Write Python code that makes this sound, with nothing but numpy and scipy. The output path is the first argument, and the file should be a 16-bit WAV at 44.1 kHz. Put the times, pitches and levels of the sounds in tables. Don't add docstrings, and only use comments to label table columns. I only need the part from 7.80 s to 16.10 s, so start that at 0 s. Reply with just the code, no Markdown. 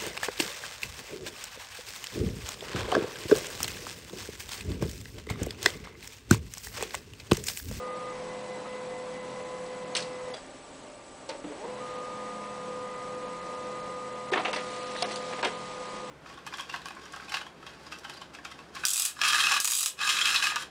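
import sys
import numpy as np
from scipy import signal
from scipy.fft import rfft, irfft, next_fast_len
from scipy.io import wavfile
from scipy.ndimage import uniform_filter1d, map_coordinates

SR = 44100
rng = np.random.default_rng(int(sys.argv[2]) if len(sys.argv) > 2 else 0)


def volts_from_db(level):
    exponent = np.asarray(level, float) / 20
    return 10 ** exponent


def dump(signal):
    limited = np.clip(np.atleast_2d(signal).T, -1, 1)
    pcm = np.round(limited * 32767).astype(np.int16)
    wavfile.write(sys.argv[1], SR, pcm)


N = 366030


def evened(x):
    return x / np.sqrt(np.mean(x ** 2) + 1e-20)


def peaked(x):
    return x / np.sqrt(uniform_filter1d(x ** 2, 200).max() * 4)


def read(points, hz):
    f, value = np.transpose(points)
    return np.interp(np.log(hz + 1), np.log(f + 1), value)


def add(mix, s, sound):
    part = mix[max(round(s * SR), 0):][:len(sound)]
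    part += sound[:len(part)]


def columns(rows, fade_s):
    s, *cols = np.transpose(rows)
    t = np.arange(s[0], s[-1], 1 / SR)
    since_on = t - s[0] + (s[0] < .02)
    until_off = s[-1] - t + (s[-1] > 8.25)
    gate = np.clip(np.minimum(since_on, until_off) / fade_s, 0, 1)
    return s[0], gate, [np.interp(t, s, c) for c in cols]


def span(start_s, stop_s, fade_s):
    s, gate, _ = columns([(start_s,), (stop_s,)], fade_s)
    return s + np.arange(len(gate)) / SR, gate


def coloured(x, points):
    size = next_fast_len(len(x))
    gain = volts_from_db(read(points, np.fft.rfftfreq(size, 1 / SR)))
    return evened(irfft(rfft(x, size) * gain, size)[:len(x)])


def band(x, lo_hz, hi_hz):
    return signal.sosfilt(signal.butter(2, [lo_hz, hi_hz], "bandpass", fs=SR, output="sos"), x)


def ring(x, hz, width_hz):
    return signal.lfilter(*signal.iirpeak(hz, hz / width_hz, SR), x)


def slow(size, hz):
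    knots = rng.standard_normal(4000)
    coarse = np.arange(0, size + 16, 16)
    curve = map_coordinates(knots, [coarse * hz / SR % 3990], order=3)
    return evened(np.interp(np.arange(size), coarse, curve))


def tone(hz, waver_db=0., waver_hz=9.):
    turn = 2 * np.pi * (np.cumsum(hz) / SR + rng.random())
    return np.sqrt(2) * np.sin(turn) * volts_from_db(waver_db * slow(len(hz), waver_hz))


# time_s, whine_db
MOTOR_RUNS = [
    [(0.0, -39.5), (.77, -42), (1.2, -39), (1.5, -41), (2.55, -40.5)],
    [(3.87, -42.5), (4.2, -42), (4.6, -45.5), (4.95, -42), (5.6, -44.5), (6.5, -43.5), (7.6, -43.5),
     (8.3, -45)],
]
# step_rate_hz, warming_creep_hz_per_s
MOTOR_SPEEDS = [
    (504.7, 0),
    (502.2, .4),
]
# second_multiple_db, fourth_multiple_db, whine_sway_db
UPPER_WHINE = [
    (-51.5, -57, 0),
    (-51, -64.5, 1.5),
]
# multiple_of_step_rate, level_db, waver_width_hz
GEAR_MESHES = [(.26, -63, 6), (.348, -59, 13), (.4165, -55, 4.4), (.583, -75, 4.2), (1.04, -81, 4.8),
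               (1.418, -58, 6), (1.666, -64, 4.4), (1.8, -61, 15), (2.167, -62, 6.2), (2.54, -63.5, 11),
               (2.91, -68, 6), (3.5, -87.5, 21), (5.22, -70.5, 5), (6, -81, 3.8), (8, -69.5, 3.6),
               (9, -84, 18)]
BEAT_S, BEAT_DIP_S, BEAT_END_S, BEAT_SHARE = .217, .185, 1.52, .85


def motor_whine():
    out = np.zeros(N)
    for rows, (step_hz, creep), (db2, db4, sway_db) in zip(MOTOR_RUNS, MOTOR_SPEEDS, UPPER_WHINE):
        s, gate, (db1,) = columns(rows, .012)
        t = s + np.arange(len(gate)) / SR
        hz = step_hz + creep * (t - s) + .3 * slow(len(t), 6.)
        beat = np.exp(2j * np.pi * (t - BEAT_DIP_S) / BEAT_S)
        throb = abs(1 - BEAT_SHARE * (t < BEAT_END_S) * beat)
        sway = volts_from_db(sway_db * slow(len(hz), 7.))
        whine = volts_from_db(db1) * sway * tone(hz, .5, 30.)
        whine += volts_from_db(db2) * tone(2 * hz, 1.6, 14.)
        whine += volts_from_db(db4) * throb * tone(4 * hz, 1., 25.)
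        for multiple, db, width in GEAR_MESHES:
            mesh_hz = multiple * hz + 0.4 * width * slow(len(hz), width)
            whine += volts_from_db(db) * tone(mesh_hz, 3.05, width)
        add(out, s, whine * gate)
    return out


# start_s, stop_s, rumble_db, db_added_until_up_to_speed
GEAR_TURNS = [
    (0.0, 2.56, -48.5, 0.5),
    (3.64, 8.3, -48.5, -4),
]
# time_s, extra_db
ROLLER_STRAINS = [
    (2.22, 1.5),
    (3.64, 3.2),
    (4.13, 1.3),
    (6.69, 4.4),
    (7.31, 5),
]
# pitch_hz, level_db_per_hz
CASING_SPECTRUM = [(35, -47), (60, -31.5), (195, -17.5), (439, -12), (499, -7.5), (646, -14), (1010, -14.5),
                   (1370, -21.5), (2050, -21), (2230, -23.5), (6950, -33.5), (7900, -42.5), (10000, -35.5),
                   (13000, -73), (22000, -120)]
UP_TO_SPEED_S, STRAIN_S = 0.32, 0.074


def gear_rumble():
    out = np.zeros(N)
    for start, stop, db, lack_db in GEAR_TURNS:
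        t, gate = span(start, stop, 0.042)
        db = db + lack_db * np.clip(1 - (t - start) / UP_TO_SPEED_S, 0, 1)
        db += sum(extra_db * np.exp(-((t - s) / STRAIN_S) ** 2) for s, extra_db in ROLLER_STRAINS)
        unevenness_db = 0.4 * slow(len(db), 24.84) + 0.61 * slow(len(db), 160.)
        teeth = rng.standard_normal(len(db)) * volts_from_db(unevenness_db)
        add(out, start, volts_from_db(db + 3.0) * gate * coloured(teeth, CASING_SPECTRUM))
    return out


# on_s, off_s, level_db
CHARGER_TONES = [
    (0.0, 0.327, -42.5),
    (4.0, 8.293, -43),
]
CHARGER_HZ, SAG_FROM_S, SAG_DB_PER_S = 1226.6, 6.8, 2.0


def charger():
    out = np.zeros(N)
    for on, off, db in CHARGER_TONES:
        t, gate = span(on, off, .005)
        sag_db = SAG_DB_PER_S * np.maximum(t - SAG_FROM_S, 0)
        level = volts_from_db(db - sag_db + .6 * slow(len(t), 5.5))
        add(out, on, level * gate * tone(CHARGER_HZ + 0 * t, 0.52, 18.0))
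    return out


# pitch_hz, level_db_per_hz
FAN_AIR = [(15, -55), (25, -12), (58, -16.5), (91, -14), (229, -12), (264, -7), (444, -10.5), (575, -6),
           (632, -9), (839, -13.5), (1170, -14.5), (1280, -17), (4580, -25.5), (7000, -28.5), (9100, -65),
           (15400, -120)]
# pitch_hz, level_db
STEADY_TONES = [(263.8, -63), (592.2, -59), (796.7, -64), (909.8, -66.5), (1179, -63.5), (2331, -73),
                (2880, -77), (3332, -85), (5760, -78), (7843, -79), (7876, -66), (8010, -73.5)]
FAN_AIR_DB, HISS_DB = -46, -59


def idle_room():
    air = coloured(rng.standard_normal(N), FAN_AIR) * volts_from_db(FAN_AIR_DB - 3.0 + 0.8 * slow(N, 4.27))
    air += volts_from_db(HISS_DB) * evened(band(rng.standard_normal(N), 4700, 15000))
    air += volts_from_db(-62.0) * evened(ring(rng.standard_normal(N), 7840, 310))
    for hz, db in STEADY_TONES:
        wavers = hz < 5000
        air += volts_from_db(db) * tone(hz + 4 * wavers * slow(N, 14.), 3 * wavers, 25.)
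    return air


def chatter(rise_s, t60_s):
    t = np.arange(8000) / SR
    build = 1 - np.exp(-t / np.clip(rise_s, .0005, .03))
    decay = volts_from_db(-60 * t / np.clip(t60_s, .015, .3))
    struck_now = rng.random(len(t)) < 500 / SR
    impacts = struck_now * rng.choice([-1., 1.], len(t)) * rng.uniform(5, 13, len(t))
    scrape = rng.standard_normal(len(t)) * volts_from_db(1.7 * slow(len(t), 326.0))
    return (scrape + impacts) * build * decay


# time_s,
# lever_peak_db, panel_ring_hz, thud_db, t60_s
KNOCKS_WITH_DECAY = [(0.857, -44, 500.5, 5, .071), (1.5994, -41, 495, 12, .045), (1.7379, -46, 506, 7, .1),
                     (2.1515, -24, 510, -6, 0.096), (2.1724, -29, 510, -17, .11), (2.5388, -38, 507, 6, .09),
                     (2.5594, -42, 665, 7.5, 0.16), (3.4922, -33, 536, -1, .054), (3.5094, -38, 533, 7, 0.12),
                     (3.543, -43, 560, 8, .1), (3.6395, -39.5, 480, 9, 0.046), (3.6579, -47.5, 304, 17, .065),
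                     (3.7183, -49, 435, 16, .074), (3.8434, -45, 460, 18.5, 0.073), (3.8774, -44, 500, 9, 0.15),
                     (7.2255, -24.5, 687, 3, .036), (7.2395, -29, 515, 2, .062), (7.6285, -20, 900, 2, 0.088),
                     (7.6483, -17.5, 447, -4, .1), (7.6658, -36, 490, 3, .1)]
# time_s, lever_peak_db, panel_ring_hz, thud_db
ROLLER_CLATTER = [(6.5209, -27.5, 386, 10), (6.5324, -18, 734, -1.5), (6.5557, -24, 905, 4.5),
                  (6.5731, -20, 1000, 3), (6.5944, -29.5, 721, 10), (6.615, -42, 500, -4),
                  (6.6488, -18.5, 726, -5.5), (6.6646, -27.5, 810, -17), (6.6795, -27.5, 503, 3.5),
                  (6.7311, -24, 950, -1), (6.7598, -25.5, 514, -1), (6.7792, -30.5, 498, -1),
                  (6.8087, -33.5, 514, 3), (7.1497, -30, 490, -4), (7.3043, -30, 510, -7),
                  (7.5044, -41, 720, 10), (7.5244, -29, 495, 1.5), (7.5869, -31.5, 490, 3),
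                  (8.1502, -44, 406, 2)]
# pitch_hz, width_hz, level_db
LEVERS = [(1380, 87, -2.5), (1900, 1040, 8.5), (2450, 890, -0.5), (2700, 120, -14.5)]
KNOCK_RISE_S, CLATTER_T60_S = 0.0051, .075


def knock(db, panel_hz, thud_db, t60_s=CLATTER_T60_S):
    blow = chatter(KNOCK_RISE_S, t60_s)
    thud = ring(blow, np.clip(panel_hz, 200, 1500), 100.0) + 0.28 * band(blow, 310, 990)
    levers = sum(volts_from_db(d) * ring(blow, f * rng.uniform(0.944, 0.948), w) for f, w, d in LEVERS)
    lever_part = peaked(band(levers, 990, 3740))
    thud_part = volts_from_db(thud_db) * peaked(band(thud, 130, 1200))
    return volts_from_db(db - 2.0) * (lever_part + thud_part)


# time_s, peak_db, pitch_hz, t60_s
PART_RINGS = [(.857, -39, 1260, 0.1), (.857, -42, 920, .1), (2.153, -38, 720, 0.05),
              (2.54, -36, 4770, 0.05), (2.54, -36.5, 3410, 0.062), (2.55, -39, 622, .12),
              (2.568, -48, 4800, 0.05), (3.491, -31, 532, 0.11), (3.493, -37, 909, 0.16),
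              (3.546, -34, 562, 0.15), (3.642, -31, 297.5, 0.21), (3.641, -36, 470, 0.046),
              (6.52, -28, 890, 0.041), (3.645, -40, 181, 0.13), (3.74, -38, 587, 0.11),
              (3.846, -39, 870, .09), (6.52, -24, 374, 0.078), (6.538, -18, 1794, 0.044),
              (6.65, -28, 2676, 0.069), (6.733, -32.5, 4800, 0.046), (6.74, -30, 2700, 0.074),
              (6.762, -31, 1996, 0.091), (7.224, -21.5, 705, 0.041), (7.224, -22, 4510, 0.021),
              (7.507, -41, 710, .1), (7.185, -36, 3850, .06), (3.7, -39, 431, .25), (7.632, -45, 912, 0.19),
              (8.15, -41, 404, .15)]


def part_ring(db, hz, t60_s):
    t = np.arange(12000) / SR
    rise = np.minimum(t * hz, 1)
    return volts_from_db(db - 60 * t / t60_s) * rise * np.sin(2 * np.pi * hz * t)


# time_s, peak_db, centre_hz, t60_s
LATCH_SNAPS = [(0.9234, -37, 3000, .054), (1.858, -39, 4240, .07), (2.1519, -11.5, 3960, 0.031),
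               (2.1644, -12.5, 5030, .077), (2.1734, -19, 5680, .051), (2.1894, -31, 5250, .07),
               (2.2044, -26, 4680, 0.042), (2.2232, -24, 4070, .057), (2.2344, -40, 4440, 0.034),
               (2.5394, -30, 3600, .07), (2.5665, -37, 3360, .083), (3.4907, -24.5, 4300, .07),
               (6.5186, -28, 3890, .04), (6.532, -20.5, 3250, 0.036), (6.5894, -35, 3390, .07),
               (6.649, -31, 3400, .07), (6.7298, -19, 3550, 0.044), (6.7464, -26, 5200, .04),
               (6.7605, -24.5, 4300, 0.046), (7.165, -27, 3750, 0.27), (7.2245, -12, 4800, .025),
               (7.3087, -26, 4440, 0.19), (7.359, -21, 4700, .03), (7.627, -23, 4300, .051),
               (7.647, -15, 3180, .06), (7.668, -26, 2900, .12)]
# pitch_hz, level_db_per_hz
CRACK_SPECTRUM = [(1470, -47), (2500, -3.5), (4370, -4.5), (5830, -3.5), (7250, -10.5), (7970, -8),
                  (9500, -11.5), (10200, -15.5), (13300, -48), (22000, -120)]
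SNAP_RISE, WIDE_AT_3K, WIDE_PER_KHZ = 0.036, 0.47, 0.17


def snap(db, centre_hz, t60_s):
    blow = chatter(SNAP_RISE * t60_s, t60_s)
    wide = np.clip(WIDE_AT_3K + WIDE_PER_KHZ * (centre_hz / 1000 - 3), 0, 1)
    narrow = ring(ring(blow, centre_hz, 1300.), centre_hz, 1300.)
    return volts_from_db(db - 7.0) * peaked((1 - wide) * evened(narrow) + wide * coloured(blow, CRACK_SPECTRUM))


# time_s, pitch_hz, level_db
MIRROR_SPELLS = [
    [(1.51, 2022, -58), (1.56, 1995, -58), (1.64, 1940, -68)],
    [(5.07, 1950, -66), (5.14, 1992, -57), (5.22, 2018, -63), (5.5, 2022.5, -59.5), (8.3, 2022.5, -61)],
]
MIRROR_DB = -1


def mirror():
    out = np.zeros(N)
    for rows in MIRROR_SPELLS:
        s, gate, (hz, db) = columns(rows, .015)
        add(out, s, volts_from_db(db + MIRROR_DB) * gate * tone(hz, 1.5, 9.9))
    return out


# time_s, step_rate_hz, whine_db
MOTOR_START = [
    (3.645, 297.6, -56),
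    (3.73, 304, -55),
    (3.77, 339, -55),
    (3.81, 409, -47),
    (3.845, 467, -44),
    (3.875, 497, -41),
]


def motor_run_up():
    out = np.zeros(N)
    s, gate, (hz, db) = columns(MOTOR_START, 0.0073)
    hz = hz * (1 + .008 * slow(len(hz), 60.))
    strands = tone(hz, 2., 45.)
    strands += volts_from_db(-7) * tone(1.42 * hz, 4., 40.)
    strands += volts_from_db(-6) * tone(2 * hz, 4., 40.)
    add(out, s, volts_from_db(db) * gate * strands)
    return out


# time_s, rustle_db, brightness_db
SHEET_SLIDE = [
    (6.45, -56, -7),
    (6.562, -55, -14),
    (6.696, -56.5, -17),
    (6.96, -52, -13),
    (7.532, -53, -22),
    (7.8, -56, -17),
    (8.3, -57.5, -27),
]


def sheet():
    out = np.zeros(N)
    s, gate, (db, bright_db) = columns(SHEET_SLIDE, 0.074)
    clumps_db = 1.4 * slow(len(db), 330.0) + 0.5 * slow(len(db), 34.8)
    grains = rng.standard_normal(len(db)) * volts_from_db(clumps_db)
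    body = evened(band(grains, 830, 5200))
    bright = volts_from_db(bright_db) * evened(band(grains, 3350, 8700))
    add(out, s, volts_from_db(db + 7.0) * gate * (body + bright))
    return out


ROOM_T60_S, ROOM_DB = 0.42, -11.5


def room(x):
    taps = np.zeros(SR // 2)
    at = np.arange(200, len(taps) - 20, 20)
    taps[at + rng.integers(0, 20, len(at))] = rng.choice([-1., 1.], len(at))
    t = np.arange(len(taps)) / SR
    low = signal.sosfilt(signal.butter(1, 2500, fs=SR, output="sos"), taps)
    tail = low * volts_from_db(-60 * t / ROOM_T60_S)
    tail += (taps - low) * volts_from_db(-60 * t / (0.67 * ROOM_T60_S))
    return x + volts_from_db(ROOM_DB) * signal.oaconvolve(x, tail / np.linalg.norm(tail))[:N]


def scene():
    hits = np.zeros(N)
    blows = ((KNOCKS_WITH_DECAY, knock), (ROLLER_CLATTER, knock), (LATCH_SNAPS, snap), (PART_RINGS, part_ring))
    for table, source in blows:
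        for s, *row in table:
            add(hits, s - .0012, source(*row))
    echoing = room(hits + gear_rumble() + sheet())
    direct = motor_whine() + motor_run_up() + mirror() + charger() + idle_room()
    return (echoing + direct)[None]


# time_s, length_s, from_hz, to_hz
TREBLE_GAPS = [(2.513, .022, 7200, 9400), (6.505, .011, 2200, 10300), (6.719, .011, 3200, 10300),
               (7.232, .025, 6400, 9300), (7.232, .025, 4300, 5200), (7.335, .022, 4600, 5400),
               (7.62, .007, 3000, 10300), (7.626, .02, 9000, 10300)]


def thrifty_recorder(x):
    hz, t, z = signal.stft(x, SR, nperseg=256, noverlap=192)
    for s, length, lo_hz, hi_hz in TREBLE_GAPS:
        in_band = (hz > lo_hz) & (hz < hi_hz)
        z[:, in_band[:, None] & (t > s) & (t < s + length)] *= volts_from_db(-27)
    spells = np.minimum(.15 * volts_from_db(5 * slow(len(t), 1500.)), .35)
    lost = rng.random((len(hz) // 3 + 1, len(t) // 4 + 1)) < spells[::4][None]
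    lost = np.repeat(np.repeat(lost, 3, axis=0), 4, axis=1)[:len(hz), :len(t)]
    z[:, lost & (hz > 4700)[:, None]] *= volts_from_db(-22)
    return signal.istft(z, SR, nperseg=256, noverlap=192)[1][:, :N]


def low_pass(x):
    return signal.sosfilt(signal.butter(12, 11050, fs=SR, output="sos"), x)


def record(dry):
    rounded = .3 * np.tanh(dry / .3)
    starved = thrifty_recorder(rounded)
    treble_limit = signal.firwin(801, 10040, window=("kaiser", 9), fs=SR)
    limited = signal.oaconvolve(starved, treble_limit[None], "same")
    return low_pass(limited)


dry = scene()
out = record(dry)
dump(out)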